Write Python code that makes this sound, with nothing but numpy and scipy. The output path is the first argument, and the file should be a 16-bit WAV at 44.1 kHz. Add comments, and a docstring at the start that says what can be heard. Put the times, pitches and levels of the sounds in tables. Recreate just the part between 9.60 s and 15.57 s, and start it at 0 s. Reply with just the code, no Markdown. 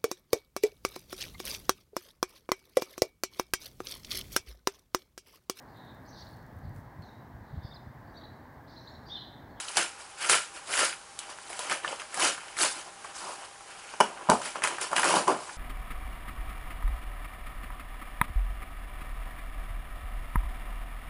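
"""Short, crackly rips come first: a knife slits a padded paper mailer on a wooden desk.
The knife is laid down with a knock, a hand thumps onto the desk and pulls the mailer open.
Tearing fibres crackle, creases snap, the lining fizzes and the hollow pouch rustles low.
Behind it all is a small room with a soft hiss and a faint hum."""
import sys
import numpy as np
from scipy import signal
from scipy.fft import rfft, irfft
from scipy.io import wavfile
from scipy.ndimage import uniform_filter1d

SR = 44100
rng = np.random.default_rng(int(sys.argv[2]) if len(sys.argv) > 2 else 0)


def store_pcm(level_fs):
    """Save levels as 16-bit WAV."""
    pcm = np.round(np.clip(level_fs, -1, 1) * 32767).astype(np.int16)
    wavfile.write(sys.argv[1], SR, np.atleast_2d(pcm).T)


N = 263277

# The tone of the paper, lining, hollow pouch and desk beneath: f/Hz, relative level/dB
PAPER_TONE = [(760, -30), (1300, -2), (1450, -1.5), (2030, -6.5), (2210, -3.5), (2810, -4), (3050, -2.5),
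              (3600, -13.5), (4680, -53), (7920, -120)]
LINING_TONE = [(2000, -32), (3400, -5), (3740, -0.5), (4460, -0.5), (4830, 3), (5730, 0), (7640, 3),
               (8150, 2.5), (9770, 4), (10300, 5), (11300, -9), (14700, -48), (22000, -120)]
POUCH_TONE = [(210, -42.5), (350, -1.5), (477, -16), (563, -1.5), (889, 0.5), (998, 4), (1260, -3),
              (1500, -10.5), (1950, -24), (3300, -120)]
THUD_TONE = [(35, -43), (60, -15), (194, -12.5), (345, -0.5), (387, 5.5), (420, -4), (550, -4.5),
             (920, -120)]
def mailer():
    """Tiny tears sound through the pouch, the paper, the lining and the desk beneath."""
    paper, lining, pouch = strokes()
    thud = gain_of(-37.5) * (pouch * gain_of(30)) ** 1.18  # grows faster than the pouch's sound
    folds = crackle(per_s=900, spread_db=3, low_hz=149.7, high_hz=1500, cycles=6.9, clump_db=.6, rub=1.86)
    creases = crackle(per_s=2200, spread_db=2.5, low_hz=1176, high_hz=3750,
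                      cycles=7, clump_db=1.26, rub=1.74)
    fibres = crackle(per_s=2500, spread_db=2, low_hz=3350, high_hz=11950, cycles=37, clump_db=2, rub=1)
    out = pouch * evened(colour(folds, POUCH_TONE))
    out += thud * evened(colour(folds, THUD_TONE))
    out += paper * evened(colour(creases, PAPER_TONE))
    return out + lining * evened(colour(fibres, LINING_TONE))


# Pulls of the blade or hand, at full strength at t:
# t/s, swell/s, hold/s, paper level/dB, lining above paper/dB, pouch above paper/dB
PULLS = [(0.0, 0.013, 0.0033, -38, 2.5, -7), (0.086, 0.084, 0.07, -44.5, 3.5, -5),
         (0.175, 0.02, 0.0067, -23, 0, -5), (0.4, 0.044, .005, -46.5, -0.5, 0),
         (0.508, 0.037, .005, -53, -2, -12), (0.615, 0.041, 0.053, -32.5, -2, -9),
         (0.695, .01, 0.043, -22.5, 1.5, -6.5), (0.961, 0.058, .005, -42, -1.5, -3.5),
         (1.099, 0.065, 0.026, -42, -11, 3.5), (1.136, 0.064, .005, -30.5, 3.5, -8),
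         (1.192, 0.054, 0.052, -27, 2, -4.5), (1.602, .01, 0.038, -46, -5, -6),
         (1.704, 0.092, .01, -46.5, 0, 1), (1.91, 0.18, 0.058, -45, 1.5, -2),
         (2.003, 0.046, 0.048, -40.5, 2.5, -0.5), (2.118, 0.068, .005, -30, -2.5, -2),
         (2.239, .02, .05, -41, -4, 2), (2.314, 0.043, .005, -38.5, -2.5, -1.5),
         (2.402, 0.061, .005, -45, 0.5, 1), (2.532, 0.039, .03, -45.5, -1, -2),
         (2.626, 0.089, .045, -26.5, 1, -1.5), (2.8, .03, 0.2, -48.5, -5, -4),
         (3.003, 0.038, 0.053, -30, 5, -2.5), (3.168, 0.056, 0.025, -41.5, 0.5, -1),
         (3.266, .03, .02, -51.5, -3, 6), (3.457, 0.13, 0.041, -48.5, -2, 0),
         (3.552, 0.018, 0.17, -45, 2.5, -4.5), (3.643, 0.097, 0.078, -54, -3, 14),
         (3.842, 0.19, 0.0046, -46, -2, 1.5), (4.087, 0.08, 0.24, -49.5, -4.5, -4.5),
         (4.33, 0.12, .005, -46.5, -3, -4), (4.433, 0.041, .005, -34.5, -6.5, 1.5),
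         (4.505, .03, 0.0089, -52.5, -6, 12), (4.57, 0.053, 0.21, -49.5, -13, 5.5),
         (4.706, .02, 0.028, -40.5, 7.5, 17), (4.861, 0.094, 0.0055, -35.5, 1.5, -3),
         (4.955, 0.011, 0.012, -39.5, -8, 4), (5.037, 0.014, 0.0044, -29, 1, -0.5),
         (5.08, .03, .07, -39, -4.5, 1), (5.216, 0.024, 0.017, -35, 1.5, 0.5),
         (5.325, 0.031, .005, -40.5, -1, 7.5), (5.363, 0.013, 0.019, -27.5, -1, -2),
         (5.446, 0.057, 0.085, -28.5, -1, 2.5), (5.563, 0.071, 0.0058, -30.5, 4, 9.5),
         (5.679, 0.022, 0.039, -36.5, -1, 14), (5.803, .005, 0.024, -52, 7, 9),
         (5.886, 0.3, 0.045, -50, 3, 4)]
FADE_DB_PER_S, RESTING_DB = [195, 199, 234], [-59, -58.5, -59]  # paper, lining, pouch
def strokes():
    """Loudness of paper, lining and pouch: each pull swells, holds and fades, never quite to silence."""
    t = np.arange(0, N / SR + .001, .001)
    at, swell, hold, paper_db, lining_db, pouch_db = np.transpose(PULLS)[:, :, None]
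    rising_db = 20 * np.minimum(t - at, 0) / np.maximum(swell, .003)  # climbs 20 dB during the swell
    fading_s = np.maximum(t - at - hold, 0)
    levels_db = [paper_db, paper_db + lining_db, paper_db + pouch_db]
    curves = []
    for db, fade, rest_db in zip(levels_db, FADE_DB_PER_S, RESTING_DB):
        power = (gain_of(db + rising_db - fade * fading_s) ** 2).sum(0) + gain_of(rest_db) ** 2
        curves.append(np.interp(np.arange(N) / SR, t, np.sqrt(power)))
    return curves


def crackle(per_s, spread_db, low_hz, high_hz, cycles, clump_db, rub):
    """Many tiny tears, each ringing briefly at its own pitch, come in clumps over a smooth rub."""
    size = gain_of(spread_db * np.minimum(rng.exponential(1, N), 4))  # a few are large
    tears = size * (rng.random(N) < per_s / SR) * rng.choice([-1., 1.], N)
    which_pitch = rng.integers(0, 24, N)
    pitches = np.geomspace(low_hz, high_hz, num=24)
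    grains = sum(ring(tears * (which_pitch == k), hz, hz / cycles) for k, hz in enumerate(pitches))
    clumps = evened(uniform_filter1d(uniform_filter1d(rng.standard_normal(N), size=500), size=300))
    return evened(evened(grains * gain_of(clump_db * clumps)) + rub * rng.standard_normal(N))


# Creases and seams letting go: t/s, pop level/dB, crack level/dB, pop f/Hz
CREASE_SNAPS = [(0.084, -20.5, -43, 3150), (0.17, -16.5, -15.5, 750), (0.645, -20, -35, 1500),
                (0.697, -7.5, -15, 1420), (1.073, -36, -45, 4200), (1.139, -13, -32, 1990),
                (1.177, -17, -37, 2000), (1.191, -17, -21.5, 1390), (1.231, -21, -45, 560),
                (1.258, -24, -41, 1500), (1.328, -22, -50, 2100), (1.59, -22.5, -29, 3450),
                (1.786, -28, -50, 1260), (1.902, -31.5, -43, 630), (1.93, -25.5, -44, 2070),
                (1.992, -25.5, -30.5, 750), (2.098, -18, -36, 2170), (2.111, -15, -46, 1710),
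                (2.12, -16, -40, 1190), (2.126, -22, -31, 1370), (2.247, -13, -48, 1210),
                (2.278, -21, -63, 2900), (2.328, -21.5, -54, 780), (2.398, -25, -48, 2500),
                (2.419, -24.5, -46, 1270), (2.543, -24, -31, 1910), (2.574, -20, -34, 900),
                (2.597, -17, -28, 1270), (2.622, -12.5, -31, 2050), (2.779, -26, -50, 1090),
                (2.806, -28.5, -52, 2000), (2.834, -32, -53, 900), (2.883, -30, -52, 2500),
                (2.968, -23, -42, 1390), (2.988, -20.5, -29.5, 1520), (3.032, -13, -21, 2240),
                (3.446, -28.5, -46, 950), (4.008, -33, -55, 1100), (4.817, -24, -38, 1290),
                (4.858, -23, -44, 1420), (4.957, -19.5, -54, 1030), (5.021, -15, -43, 1400),
                (5.038, -8.5, -23, 2150), (5.049, -12.5, -31, 1300), (5.074, -13, -30, 1420),
                (5.184, -18.5, -40, 1330), (5.213, -27, -28.5, 1130), (5.315, -28, -41, 980),
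                (5.331, -9, -36, 940), (5.364, -12.5, -27, 2390), (5.381, -10.5, -33, 1130),
                (5.395, -13, -27, 1040), (5.432, -10.5, -44, 1670), (5.443, -13, -25, 1100),
                (5.455, -13, -27.5, 1090), (5.506, -17, -38, 950), (5.54, -15, -32, 640),
                (5.559, -22, -41, 1010), (5.572, -18, -45, 1010), (5.679, -14, -28, 990),
                (5.69, -23, -47, 1010), (5.719, -38, -46, 980), (5.789, -30, -48, 930),
                (5.893, -26.5, -54, 1350)]
# The bright edge of a snap or knock: f/Hz, relative level/dB
CRACK_TONE = [(1940, -33.5), (3300, -5), (3640, -5.5), (4840, -3.5), (6250, -6.5), (7590, -2), (9270, -4.5),
              (9910, -0.5), (11200, -9.5), (14600, -20), (22000, -120)]
def snaps():
    """A crease gives way with a crack; the freed paper rattles and pops at its own pitch."""
    out = np.zeros(N)
    for at, pop_db, crack_db, hz in CREASE_SNAPS:
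        rattle = burst(fade_s=.04, count=6000)
        snap = rattle + 2 * burst(fade_s=.007, count=6000)  # a sharp start
        pop = ring(ring(snap, hz, hz / 1.36), hz, hz / 1.36)
        add(out, at, gain_of(pop_db) * pop / abs(pop).max())
        add(out, at, gain_of(crack_db) * colour(snap, CRACK_TONE))
    return out


# Knife and hand meeting the desk: t/s, ring level/dB, tick level/dB, dullness from 0 to 1
DESK_KNOCKS = [(4.338, -24.5, -51, 0.15), (4.403, -2, -15.5, 0.16), (4.408, 3, -22, 0),
               (4.688, -12, -42, 0.63), (4.694, -4, -43, 0.75), (4.699, -0.5, -14.5, 0.07),
               (4.703, -25, -38, 0), (4.710, -12, -32, 0), (4.717, -4.5, -35, 0.48)]
# The desk's own notes: f/Hz, relative level/dB, fade time before damping/s
DESK_NOTES = [(192, -12, 0.0094), (237, -9, 0.19), (422, -1, 0.13), (660, 11.5, 0.041), (753, 7, 0.076),
              (903, 16.5, 0.071), (1010, 4, 0.093), (1130, -24, 0.13), (1330, -29, .07), (1420, -15, 0.086),
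              (1496, 5.5, 0.086), (1720, -6.5, 0.082), (2310, 1.5, 0.048), (2830, -3, 0.027),
              (2920, 0, 0.11), (3190, -12, 0.11), (5130, -17, .08), (5550, 0, 0.044), (5600, -21, 0.078),
              (6200, -9, 0.067)]
def knocks():
    """Each blow ticks and sets the desk ringing; a dull blow sounds deeper and dies sooner."""
    out = np.zeros(N)
    t = np.arange(9000) / SR
    hz, db, fade_s = np.transpose(DESK_NOTES)[:, :, None]
    for at, ring_db, tick_db, dull in DESK_KNOCKS:
        strength_db = db - 12 * dull * np.log2(hz / 700) + 2 * rng.standard_normal(hz.shape)
        damping = 2.5 + 0.75 * dull
        notes = gain_of(strength_db - 60 * t / fade_s * damping) * np.sin(2 * np.pi * hz * t)
        wood = notes.sum(0) * np.minimum(t / 0.00151, 1)
        wood = signal.lfilter(*signal.butter(2, 130, "high", fs=SR), wood)  # too small for deep bass
        tick = colour(burst(fade_s=0.019, count=9000), CRACK_TONE)
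        add(out, at, gain_of(ring_db) * wood / abs(wood).max() + gain_of(tick_db) * tick)
    return out


JOLT_AT_S, JOLT_DB, JOLT_HZ, JOLT_FADE_S = 4.699, -26, 62, 0.073
def jolt():
    """The landing hand gives the desk a short, deep shake."""
    t = np.arange(9000) / SR
    return gain_of(JOLT_DB - 60 * t / JOLT_FADE_S) * np.sin(2 * np.pi * JOLT_HZ * t)


# How long the room rings: f/Hz, time to fade by 60 dB/s
ROOM_FADES = [(250, 0.28), (1000, 0.14), (4000, 0.19), (10000, 0.17)]
def room(x):
    """Many small echoes blur into a short tail; the low notes last longest."""
    echoes = np.zeros(SR // 2)
    at = np.arange(200, len(echoes) - 20, 20)
    echoes[at + rng.integers(0, 20, len(at))] = rng.choice([-1., 1.], len(at))
    hz, t, bands = signal.stft(echoes, SR, nperseg=256)
    fade = gain_of(-60 * t / read(ROOM_FADES, hz)[:, None])
    tail = signal.istft(bands * fade, SR, nperseg=256)[1]
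    return signal.fftconvolve(x, tail / np.linalg.norm(tail))[:N]


# The tone of the room's air: f/Hz, relative level/dB
AIR_TONE = [(15, -45), (25, 4), (219, -6.5), (364, -5), (424, -1), (576, -2.5), (725, -6), (802, 4),
            (935, 1), (1040, 2), (2950, -7.5), (9770, -7.5), (11100, -12.5), (14400, -64), (22000, -120)]
# The notes of the hum: f/Hz, level/dB
HUM_NOTES = [(797, -60), (1596, -71)]
def background():
    """Steady air and hiss, with a faint hum that wavers slightly."""
    air_gain = gain_of(read(AIR_TONE, np.fft.rfftfreq(N, 1 / SR)))
    out = gain_of(-51) * evened(irfft(rfft(rng.standard_normal(N)) * air_gain, N))
    for hz, db in HUM_NOTES:
        wander = np.cumsum(rng.standard_normal(N)) * .011
        out += gain_of(db) * np.sqrt(2) * np.sin(2 * np.pi * hz * np.arange(N) / SR + wander)
    return out


def gain_of(db):
    """Turns decibels into a number to multiply by."""
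    return 10 ** (np.asarray(db) / 20)


def evened(x):
    """Scales a sound to an average power of 1."""
    return x / np.sqrt(np.mean(x ** 2) + 1e-20)


def read(points, hz):
    """Looks up a pitch in a table, gliding between its rows."""
    f, value = np.transpose(points)
    return np.interp(np.log(hz + 1), np.log(f + 1), value)


def add(mix, s, sound):
    """Mixes a sound in at s seconds."""
    part = mix[round(s * SR):][:len(sound)]
    part += sound[:len(part)]


def colour(x, tone):
    """Gives a sound the tone in a table, without smearing it earlier in time."""
    db = read(tone, abs(np.fft.fftfreq(8192, 1 / SR)))
    log_gain = np.log(gain_of(np.maximum(db, -70)))
    taps = np.fft.ifft(np.exp(np.conj(signal.hilbert(log_gain)))).real[:2048]
    return signal.oaconvolve(x, taps / np.linalg.norm(taps))[:len(x)]


def burst(fade_s, count):
    """Noise that starts at once and drops 60 dB in fade_s."""
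    return rng.standard_normal(count) * gain_of(-60 * np.arange(count) / SR / fade_s)


def ring(x, hz, width_hz):
    """Makes a sound ring at one pitch; a narrower width rings longer."""
    pole = np.exp((2j * np.pi * hz - np.pi * width_hz) / SR)
    return np.sqrt(2 * (1 - abs(pole) ** 2)) * signal.lfilter([1], [1, -pole], x).real


def scene():
    """Mailer and desk close by, the room behind them."""
    near = mailer() + snaps() + knocks()
    add(near, JOLT_AT_S, jolt())
    return (gain_of(-3) * near + gain_of(-12) * room(near) + background())[None]


def record(dry):
    """A small microphone drops the deep bass; hard peaks are rounded and the highest treble is cut."""
    thinned = signal.lfilter(*signal.butter(1, 70, "high", fs=SR), dry)
    rounded = .75 * np.tanh(thinned / .75)
    treble_cut = signal.firwin(601, 11230, window=("kaiser", 6), fs=SR)
    return signal.oaconvolve(rounded, treble_cut[None], "same")


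dry = scene()
out = record(dry)
store_pcm(out)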